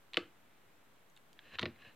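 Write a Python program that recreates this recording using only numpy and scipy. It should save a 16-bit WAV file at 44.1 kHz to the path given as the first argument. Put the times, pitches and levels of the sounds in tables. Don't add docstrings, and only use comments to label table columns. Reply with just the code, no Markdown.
import sys
import numpy as np
from scipy import signal
from scipy.fft import rfft, irfft
from scipy.io import wavfile
from scipy.ndimage import uniform_filter1d

SR = 44100
rng = np.random.default_rng(int(sys.argv[2]) if len(sys.argv) > 2 else 0)


def wav_record(signal):
    frames = np.transpose(np.atleast_2d(signal))
    bounded = np.clip(frames, -1, 1)
    quanta = np.round(bounded * 32767).astype(np.int16)
    wavfile.write(sys.argv[1], SR, quanta)


def voltage_ratio(decibels):
    exponent = np.asarray(decibels, float) / 20
    return 10 ** exponent


N = 85995

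# (time [s], peak level [dB], pitch [Hz],
# t60 [s], crackle [dB re ring])
AIR_POPS = [(.134, -31, 2650, 0.0033, -13), (0.1347, -31.5, 4100, 0.005, -16),
            (0.1429, -26, 3220, 0.006, -29), (.143, -30.5, 4300, 0.0056, -16),
            (0.1438, -38, 2100, .01, 2.5), (0.1527, -43, 3560, 0.005, -19),
            (0.1593, -61, 2500, .012, 13.5), (.17, -9, 3000, .0055, -21), (.1714, -14, 2200, .005, -17),
            (0.1715, -23.5, 4600, .008, -8), (0.1722, -24.5, 1430, 0.011, 2.5),
            (.1745, -27, 4060, 0.0056, -1), (0.1917, -46, 3120, 0.0037, -6),
            (1.165, -51.5, 3840, 0.015, -7), (1.1744, -48.5, 2930, 0.0086, -2.5),
                (1.3905, -42.5, 1773, 0.015, -11), (1.3908, -42, 3360, 0.0083, -8.5),
                (1.5858, -28.5, 3200, 0.0052, -11), (1.5872, -33.5, 1450, 0.012, 2),
                (1.5927, -27, 4000, 0.0095, -31), (1.5936, -25.5, 3240, 0.0094, -1),
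                (1.5993, -31, 3400, 0.003, -8), (1.6137, -32, 3900, 0.0047, -22),
                (1.6182, -45, 2500, 0.0044, 14), (1.619, -39, 4420, 0.0091, -1),
                (1.6265, -26.5, 1320, 0.0039, -8), (1.6294, -19, 2700, 0.003, -8),
                (1.6303, -29, 2050, 0.011, -6), (1.6326, -33, 3780, 0.011, -7),
                (1.6557, -21, 2290, 0.004, -8.5), (1.6562, -29, 4060, 0.0078, -2.5),
                (1.658, -35, 1960, 0.018, -21), (1.6605, -37.5, 2980, .012, -2),
                (1.7601, -55.5, 2200, .02, -9)]
# (time [s], level [dB], pitch [Hz])
THREAD_SNAPS = [(0.135, -50, 6500), (0.1435, -62, 6950), (0.171, -45.5, 11200), (0.1705, -41, 7000),
                (1.0995, -58, 6760), (1.1629, -56.5, 6900), (1.1741, -52, 6940), (1.332, -63, 13300),
                (1.3308, -55.5, 7400), (1.3305, -49, 3000), (1.5935, -45, 5550), (1.598, -49, 6900),
                (1.6134, -46.5, 5440), (1.616, -61, 10000), (1.62, -50.5, 6840), (1.601, -58, 5960),
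                (1.6313, -59, 7950)]

# (time [s], level [dB], push length [s])
WALL_KNOCKS = [
    (.143, -58.5, 0.00038),
    (.1705, -29.5, 0.00025),
    (1.592, -49.5, 0.00021),
    (1.6294, -36.5, 0.00052),
    (1.656, -39.5, .0005),
    (1.846, -62, 0.0008),
]
# (frequency [Hz], level [dB], t60 [s])
WALL_MODES = [(176, -14.5, 0.083), (268, -11, 0.098), (311.8, -9.5, 0.12), (354, -1, 0.087),
              (468.3, -1.5, 0.064), (530, 0.5, 0.035), (637.4, -2, 0.048), (745, -10, 0.05),
              (1163, -8.5, 0.072)]
# (time [s], level [dB], push length [s])
TABLE_KNOCKS = [(1.225, -73, 0.0024), (1.535, -71, 0.0022), (1.614, -50.5, 0.0025), (1.619, -52.5, 0.0012),
                (1.6305, -39, 0.00072), (1.642, -56, 0.00059), (1.654, -53, 0.0017),
                (1.6645, -41.5, 0.0019), (1.676, -49.5, 0.00165), (1.686, -48, .0015),
                (1.868, -56.5, 0.0046)]
# (frequency [Hz], level [dB], t60 [s])
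TABLE_MODES = [(134, -3, 0.125), (168.6, -3, 0.1), (225, 8, 0.056), (288, -11, 0.065), (346, -2, 0.12),
               (415, -3.5, 0.082), (612, -2.5, 0.035), (840, -3, 0.061), (1070, -8, 0.042)]
# (time [s], level [dB], push length [s])
SHOVES = [
    (.2, -60, 0.0039),
    (1.528, -53.5, 0.0098),
    (1.592, -47, 0.0066),
    (1.7, -59, 0.0073),
    (1.76, -66, 0.0044),
]
# (frequency [Hz], level [dB], t60 [s])
SWAY_MODES = [(77, 0.91, 0.12), (99, 0, 0.186)]

# (time [s], level [dB])
DRAG_EFFORT = [
    (1.36, -81),
    (1.46, -64.5),
    (1.519, -59.5),
    (1.555, -53),
    (1.572, -68),
    (1.73, -76.5),
    (1.8, -63.5),
    (1.855, -56),
    (1.93, -70),
]
# (frequency [Hz], bandwidth [Hz], level [dB])
DRAG_RESONANCES = [(290, 1040, 6.5), (1020, 330, -2), (1740, 320, 11.5), (2060, 230, 4.5), (2600, 570, 11),
                   (3330, 300, -20), (4000, 160, 2.5)]

# (frequency [Hz], bandwidth [Hz], level [dB], t60 [s])
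ROOM_BANDS = [(300, 250, -31, 0.26), (800, 580, -38, 0.12), (1500, 1100, -40, 0.23),
              (2700, 3000, -41.5, .18), (4000, 1500, -37.5, 0.059), (6500, 3000, -30.5, 0.19)]
# (frequency [Hz], density [dB per Hz])
MURMUR_SPECTRUM = [(30, -13.5), (60, -21), (97, -2), (178, -2), (380, -5), (600, -6.5), (2000, -12),
                   (4200, -17.5)]
# (frequency [Hz], density [dB per Hz])
HISS_SPECTRUM = [(100, 9.5), (1500, 9), (5000, -3), (9200, -2.5), (10000, -12), (11000, -1.5),
                 (14300, -2.5), (15100, -6)]

POP_RISE_S, SNAP_T60_S = 0.0002, 0.004
SKIN_LOW_HZ, SKIN_TOP_HZ, POP_TOP_HZ = 1204, 4600, 4544
WALL_RISE_S, TABLE_RISE_S = 0.0024, 0.00092
DRAG_FLICKER_DB = 1.5
KNOCK_ROOM_DB = -10
MURMUR_DB, MURMUR_TOP_HZ, MURMUR_SWELL_DB = -68, 4030, -0.5
HISS_DB, HISS_SIDE_DB = -73.5, 1.5
WIDTH_DB, MIC_LOW_HZ = -25.5, 76.7


def pops():
    out = np.zeros(N)
    t = np.arange(3000) / SR
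    skin = signal.butter(2, [SKIN_LOW_HZ, SKIN_TOP_HZ], "band", fs=SR, output="sos")
    for s, db, hz, t60, crackle_db in AIR_POPS:
        fade = (1 - np.exp(-t / POP_RISE_S)) * voltage_ratio(-60 * t / t60)
        crackle = unit(signal.sosfilt(skin, rng.standard_normal(len(t)))) * fade ** 0.77
        sagging_time = t * (1 - 12 * np.minimum(t, 0.004))
        ring = np.sin(2 * np.pi * hz * sagging_time) * fade
        add(out, s, voltage_ratio(db) * (ring + voltage_ratio(crackle_db) * crackle))
    return signal.sosfilt(signal.butter(6, POP_TOP_HZ, fs=SR, output="sos"), out)


def snaps():
    out = np.zeros(N)
    t = np.arange(3000) / SR
    for s, db, hz in THREAD_SNAPS:
        burst = band(band(rng.standard_normal(len(t)), hz, hz / 2), hz, hz / 2)
        add(out, s, voltage_ratio(db - 60 * t / SNAP_T60_S) * unit(burst))
    return out


def knocks(blows, modes, rise_s, alternate=True):
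    out = np.zeros(N)
    t = np.arange(12000) / SR
    for s, db, push_s in blows:
        luck = rng.standard_normal((len(modes), 2))
        ring = np.zeros(len(t))
        for k, (hz, mode_db, t60) in enumerate(modes):
            sign = -1 if alternate and k % 2 else 1
            level = voltage_ratio(mode_db + 1.5 * luck[k, 0] - 60 * t / t60)
            pitch = hz * (1 + 0.008 * luck[k, 1])
            ring += sign * level * np.sin(2 * np.pi * pitch * t)
        ring *= 1 - np.exp(-t / rise_s)
        push = np.hanning(int(push_s * SR) + 3)
        add(out, s, voltage_ratio(db) * np.convolve(ring, push / push.sum()))
    return out


def drag():
    grains = rng.standard_normal(N) * voltage_ratio(2.8 * rng.exponential(size=N))
    tub = np.zeros(N)
    for hz, width, db in DRAG_RESONANCES:
        tub += voltage_ratio(db) * unit(band(band(grains, hz, width), hz, width * 1.1))
    times, levels = np.array(DRAG_EFFORT).T
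    effort_db = np.interp(np.arange(N) / SR, times, levels, left=-120)
    return unit(tub) * voltage_ratio(effort_db + DRAG_FLICKER_DB * walk(60))


def room(x):
    t = np.arange(14000) / SR
    answer = np.zeros(len(t))
    for hz, width, db, t60 in ROOM_BANDS:
        answer += unit(band(rng.standard_normal(len(t)), hz, width)) * voltage_ratio(db - 60 * t / t60)
    onset = np.minimum(t / 0.001, 1)
    return signal.fftconvolve(x, answer * onset * 0.2)[:N]


def room_murmur():
    top = signal.butter(8, MURMUR_TOP_HZ, fs=SR, output="sos")
    noise = signal.sosfilt(top, coloured(MURMUR_SPECTRUM, 0.5))
    return noise * voltage_ratio(MURMUR_DB + MURMUR_SWELL_DB * walk(2.29))


def mic_hiss(db, flicker_db):
    return voltage_ratio(db) * coloured(HISS_SPECTRUM, flicker_db)


def unit(x):
    return x / np.sqrt(np.mean(x ** 2))


def band(x, hz, width):
    return signal.lfilter(*signal.iirpeak(min(hz, 0.45 * SR), hz / width, fs=SR), x)


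def walk(rate):
    hold = int(SR / rate)
    steps = np.repeat(rng.standard_normal(N // hold + 1), hold)
    return 1.3 * uniform_filter1d(uniform_filter1d(steps, hold), hold)[:N]


def add(out, s, x):
    i = int(s * SR)
    out[i:i + len(x)] += x[:len(out) - i]


def coloured(spectrum, flicker_db):
    hz, db = np.array(spectrum).T
    f = np.fft.rfftfreq(N, 1 / SR)[1:]
    bins = rfft(rng.standard_normal(N))[1:] * voltage_ratio(np.interp(np.log(f), np.log(hz), db))
    out = np.zeros(N)
    for k in range(10):
        octave = np.clip(1 - np.abs(np.log2(f / 30) - k), 0, 1)
        out += irfft(np.r_[0, bins * octave], N) * voltage_ratio(flicker_db * walk(4.97))
    return unit(out)


def scene():
    slime = pops() + snaps()
    body = knocks(WALL_KNOCKS, WALL_MODES, WALL_RISE_S)
    body += knocks(TABLE_KNOCKS, TABLE_MODES, TABLE_RISE_S, alternate=False)
    body += knocks(SHOVES, SWAY_MODES, WALL_RISE_S)
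    low_cut = signal.butter(6, MIC_LOW_HZ, "high", fs=SR, output="sos")
    near = signal.sosfilt(low_cut, slime + body)
    to_room = slime + voltage_ratio(KNOCK_ROOM_DB) * body
    mid_echo = signal.sosfilt(low_cut, room(to_room))
    side_echo = signal.sosfilt(low_cut, room(to_room))
    mid = near + mid_echo + drag() + room_murmur() + mic_hiss(HISS_DB, 0.39)
    side = voltage_ratio(WIDTH_DB) * (0.1 * near + 1.1 * side_echo) + mic_hiss(HISS_DB + HISS_SIDE_DB, 0.3)
    return np.array([mid + side, mid - side])


def top_cut(x):
    return signal.sosfilt(signal.butter(12, 15830, fs=SR, output="sos"), x)


def record(dry):
    mix = dry - 0.0005
    return top_cut(mix)


dry = scene()
out = record(dry)
wav_record(out)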